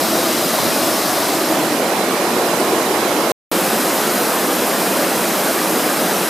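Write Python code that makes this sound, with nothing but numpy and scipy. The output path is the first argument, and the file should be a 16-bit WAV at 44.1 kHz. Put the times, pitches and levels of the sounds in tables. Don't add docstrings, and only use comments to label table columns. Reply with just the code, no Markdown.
import sys
import numpy as np
from scipy import signal
from scipy.fft import rfft, irfft, next_fast_len
from scipy.io import wavfile
from scipy.ndimage import uniform_filter1d, map_coordinates

SR = 44100
rng = np.random.default_rng(int(sys.argv[2]) if len(sys.argv) > 2 else 0)


def unload_wav(signal):
    wavfile.write(
        sys.argv[1],
        SR,
        np.round(np.clip(np.atleast_2d(signal).T, -1, 1) * 32767).astype(np.int16),
    )


N = 277389

GAP_START_S, GAP_END_S = 3.3187, 3.5152
BAND_EDGES_HZ = (750, 3000)
MOST_ALIKE = 0.993
SURGE_PER_S, ROAR_SURGE_DB, SPLASH_SURGE_DB = 30, 0.26, 0.07
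SWELL_PER_S, SWELL_DB = 4.16, 0.09
CREEK_LIFT_DB, CREEK_HOLD_S, CREEK_EASE_S = 0.5, 0.52, 0.79
BOOM_WIDTH_HZ = 69
WIND_LEAN_DB, THUMP_HZ = 2, 195
LOW_CUT_HZ = 90
TOP_HZ = 15700


def amp(db):
    return 10 ** (np.asarray(db) / 20)


def unit(x):
    return x / np.sqrt(np.mean(x ** 2) + 1e-20)


def along(points, hz):
    knots_hz, *columns = np.transpose(points)
    return [np.interp(np.log(hz + 1), np.log(knots_hz + 1), column) for column in columns]


def filtered(x, response):
    size = next_fast_len(N + 8192)
    hz = np.fft.rfftfreq(size, 1 / SR)
    return irfft(rfft(x, size) * response(hz), size)[..., :N]


def wobble(rate):
    knots = rng.standard_normal(int(N * rate / SR) + 4)
    return map_coordinates(knots, [np.arange(N) * rate / SR])


def churn(patchy_db):
    spectra = signal.stft(rng.standard_normal((2, N)), nperseg=1024)[2]
    field = rng.standard_normal(spectra.shape[1:])
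    field = uniform_filter1d(field, size=3, axis=0)
    field = uniform_filter1d(field, size=5, axis=1)
    patchy = spectra * amp(patchy_db * unit(field))
    return unit(signal.istft(patchy, nperseg=1024)[1][:, :N])


def bubbles(low_hz, high_hz, cycles, spread_db, rise, count, size):
    when, pitch, strength = rng.random((count, 3)).T[:, :, None]
    hz = low_hz * (high_hz / low_hz) ** pitch
    turns = hz * np.arange(size) / SR
    age = turns / cycles
    height = hz * amp(-spread_db * np.log(1 - 0.98 * strength))
    ring = height * amp(-60 * age) * np.sin(2 * np.pi * turns * (1 + rise * age / 2))
    index = (when * N).astype(int) + np.arange(size)
    mixed = np.bincount(index.ravel(), ring.ravel(), N)[:N]
    return unit(mixed) * np.sqrt((high_hz - low_hz) / (SR / 2))


def water():
    shared, diffuse = churn(patchy_db=1.5)
    gulps = bubbles(low_hz=215.1, high_hz=1620, cycles=42, spread_db=1.5, rise=0.049,
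                    count=1100, size=4400)
    droplets = bubbles(low_hz=1606, high_hz=12880, cycles=39, spread_db=3.0, rise=0.05,
                       count=5500, size=850)
    return np.array([shared + amp(-9.5) * gulps + amp(-10.5) * droplets, diffuse])


def heard(source, colour, image):
    # centre in Hz, width in Hz, gain in dB.
    ports = [(4110, 260, 4.5), (4320, 280, -3.5), (4950, 900, 2.0)]

    def mid_side(hz):
        likeness = np.clip(along(image, hz)[0], 0, MOST_ALIKE)
        side_gain = np.tan(np.arccos(likeness) / 2)
        peaks_db = sum(db / (1 + (2 * (hz - centre) / width) ** 2) for centre, width, db in ports)
        return amp(along(colour, hz)[0] + peaks_db) * np.array([np.ones_like(hz), side_gain])

    def lean(hz):
        return amp(np.outer([0.5, -0.5], along(image, hz)[1]))

    mid, side = filtered(source, mid_side)
    return filtered(np.array([mid + side, mid - side]), lean)


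def registers(pair):
    below = [filtered(pair, lambda hz: 1 / (1 + (hz / edge) ** 12)) for edge in BAND_EDGES_HZ]
    bands = [below[0], below[1] - below[0], pair - below[1]]
    return np.array([band / np.std(band.mean(axis=0)) for band in bands])


def facing(source, colour, image, levels):
    return registers(heard(source, colour, image)) * amp(levels)[:, None, None]


def fall(source, t):
    # frequency in Hz, relative level in dB per Hz within each register.
    fall_colour = [(55, -39.5), (115, -17.5), (240, -2), (340, -3), (430, -6.5), (640, -1.4), (880, -8.5),
                   (1150, -8.5), (1500, -12.5), (2800, -17.7), (4100, -16.5), (5400, -17), (7200, -19.7),
                   (13400, -18.2), (14300, -22.5), (15200, -27.5)]
    swing_colour = [(55, -40), (115, -18.5), (210, -4), (305, -2.5), (430, -2.5), (570, -2), (850, -7.5),
                    (1600, -16.5), (3500, -21.5), (7000, -23.5), (13200, -24.3), (14300, -29.5),
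                    (15100, -36.5)]
    cliff_colour = [(55, -40.5), (115, -20.5), (230, -4.5), (380, -2), (530, -5), (680, -5), (830, -4),
                    (1080, -6.5), (1600, -16), (3300, -20.7), (7000, -24), (13300, -23.3), (14300, -28.5),
                    (15100, -37)]
    # frequency in Hz, left-right likeness from 0 to 1, left minus right in dB.
    fall_image = [(40, .55, -2), (120, 0.98, -1), (280, .99, -0.5), (650, 0.97, -.3), (1106, 0.88, 2),
                  (2500, 0.92, 0.5), (6000, 0.9, 0), (12500, 0.7, -0.5)]
    cliff_image = [(40, .55, 1), (150, 1, -0.5), (600, 1, -0.1), (1030, 0.9, -1.2), (1450, .68, -8.5),
                   (3500, 0.56, -4.5), (8000, 0.41, -2.5), (14000, .08, -1.5)]
    # time in seconds, heading (0 fall, 1 half turned, 2 cliff).
    swing = [(1.2, 0), (1.58, 0.7), (2.1, 1.2), (2.6, 1.5)]
    views = [(fall_colour, fall_image, (-21.5, -23.5, -22)),
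             (swing_colour, cliff_image, (-20, -23.5, -27)),
             (cliff_colour, cliff_image, (-19, -21, -25.5))]
    heading = np.clip(np.interp(t, *np.transpose(swing)), 0, 2)
    mixed = 0
    for k, view in enumerate(views):
        share = np.clip(1 - abs(heading - k), 0, 1)
        mixed = mixed + share * facing(source, *view)
    return mixed


def creek(source, t):
    # frequency in Hz, relative level in dB per Hz within each register.
    creek_colour = [(55, -39), (115, -21.5), (185, -2), (250, -2), (335, -3), (400, -2), (650, -2.5),
                    (850, -8), (1300, -10.5), (2200, -16.5), (7000, -18), (13400, -16), (14300, -19.5),
                    (15200, -25.5)]
    # frequency in Hz, left-right likeness from 0 to 1, left minus right in dB.
    creek_image = [(40, 0.68, -1), (150, 0.99, -0.8), (600, .98, -0.52), (1400, 0.87, -0.72),
                   (6500, 0.9, -.1), (12500, 0.8, -.7)]
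    levels = (-21, -23, -23)  # roar, splash and spray in dB, before the lift, surge and swell
    roar, splash, spray = facing(source, creek_colour, creek_image, levels)
    eased = np.clip((t - GAP_END_S - CREEK_HOLD_S) / CREEK_EASE_S, 0, 1)
    lift = amp(CREEK_LIFT_DB * (1 - eased))
    return np.array([roar, splash * lift, spray * lift])


def hollow(t):
    # time in seconds, centre pitch in Hz, level in dB.
    boom = [(0, 330, -27), (.45, 335, -29.5), (.65, 335, -44), (.85, 335, -26), (1.1, 319.7, -29.5),
            (1.45, 312.3, -24), (1.7, 312, -26), (1.95, 329.2, -36), (2.5, 349.8, -26), (3.2, 329.7, -24.5),
            (3.7, 337.4, -29.5), (4.2, 330, -32)]
    knots_s, hz, db = np.transpose(boom)
    noises = rng.standard_normal((2, N))
    in_phase, quadrature = unit(filtered(noises, lambda f: 1 / (1 + (2 * f / BOOM_WIDTH_HZ) ** 4)))
    phase = 2 * np.pi * np.cumsum(np.interp(t, knots_s, hz)) / SR
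    band = in_phase * np.cos(phase) + quadrature * np.sin(phase)
    return band * amp(np.interp(t, knots_s, db))


def wind(t):
    # centre in seconds, length in seconds, level in dB
    puffs = [(.66, .17, -30), (.86, 0.23, -40), (1.65, .05, -38)]
    # centre in seconds, peak in dB before the low cut.
    thumps = [(.604, -17), (.631, -19), (.682, -14.5), (.717, -17), (.82, -24)]
    # frequency in Hz, relative level in dB per Hz before the low cut.
    wind_colour = [(30, -26.5), (70, -13.5), (120, 2), (220, -3), (390, -5.5), (600, -19), (1500, -45),
                   (4000, -80)]
    strength = sum(amp(db) * np.exp(-(2 * (t - s) / length) ** 4) for s, length, db in puffs)
    noises = rng.standard_normal((2, N))
    rumble = unit(filtered(noises, lambda hz: amp(along(wind_colour, hz)[0])))
    left, right = rumble * strength * amp(WIND_LEAN_DB * np.array([[-0.5], [0.5]]))
    for s, db in thumps:
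        spread = (np.pi * THUMP_HZ * (t - s)) ** 2
        right = right + amp(db) * (1 - 2 * spread) * np.exp(-spread)
    return filtered(np.array([left, right]), lambda hz: 1 - 1 / (1 + (hz / LOW_CUT_HZ) ** 4))


def scene():
    t = np.arange(N) / SR
    source = water()
    at_fall = t < (GAP_START_S + GAP_END_S) / 2
    roar, splash, spray = np.where(at_fall, fall(source, t), creek(source, t))
    surge = wobble(SURGE_PER_S)
    rush = roar * amp(ROAR_SURGE_DB * surge) + splash * amp(SPLASH_SURGE_DB * surge) + spray
    swell = amp(SWELL_DB * wobble(SWELL_PER_S))
    return rush * swell + hollow(t) + wind(t)


def record(dry):
    t = np.arange(N) / SR
    running = (t < GAP_START_S) | (t > GAP_END_S)
    return filtered(dry * running, lambda hz: np.clip((TOP_HZ - hz) / 300, 0, 1))


dry = scene()
out = record(dry)
unload_wav(out)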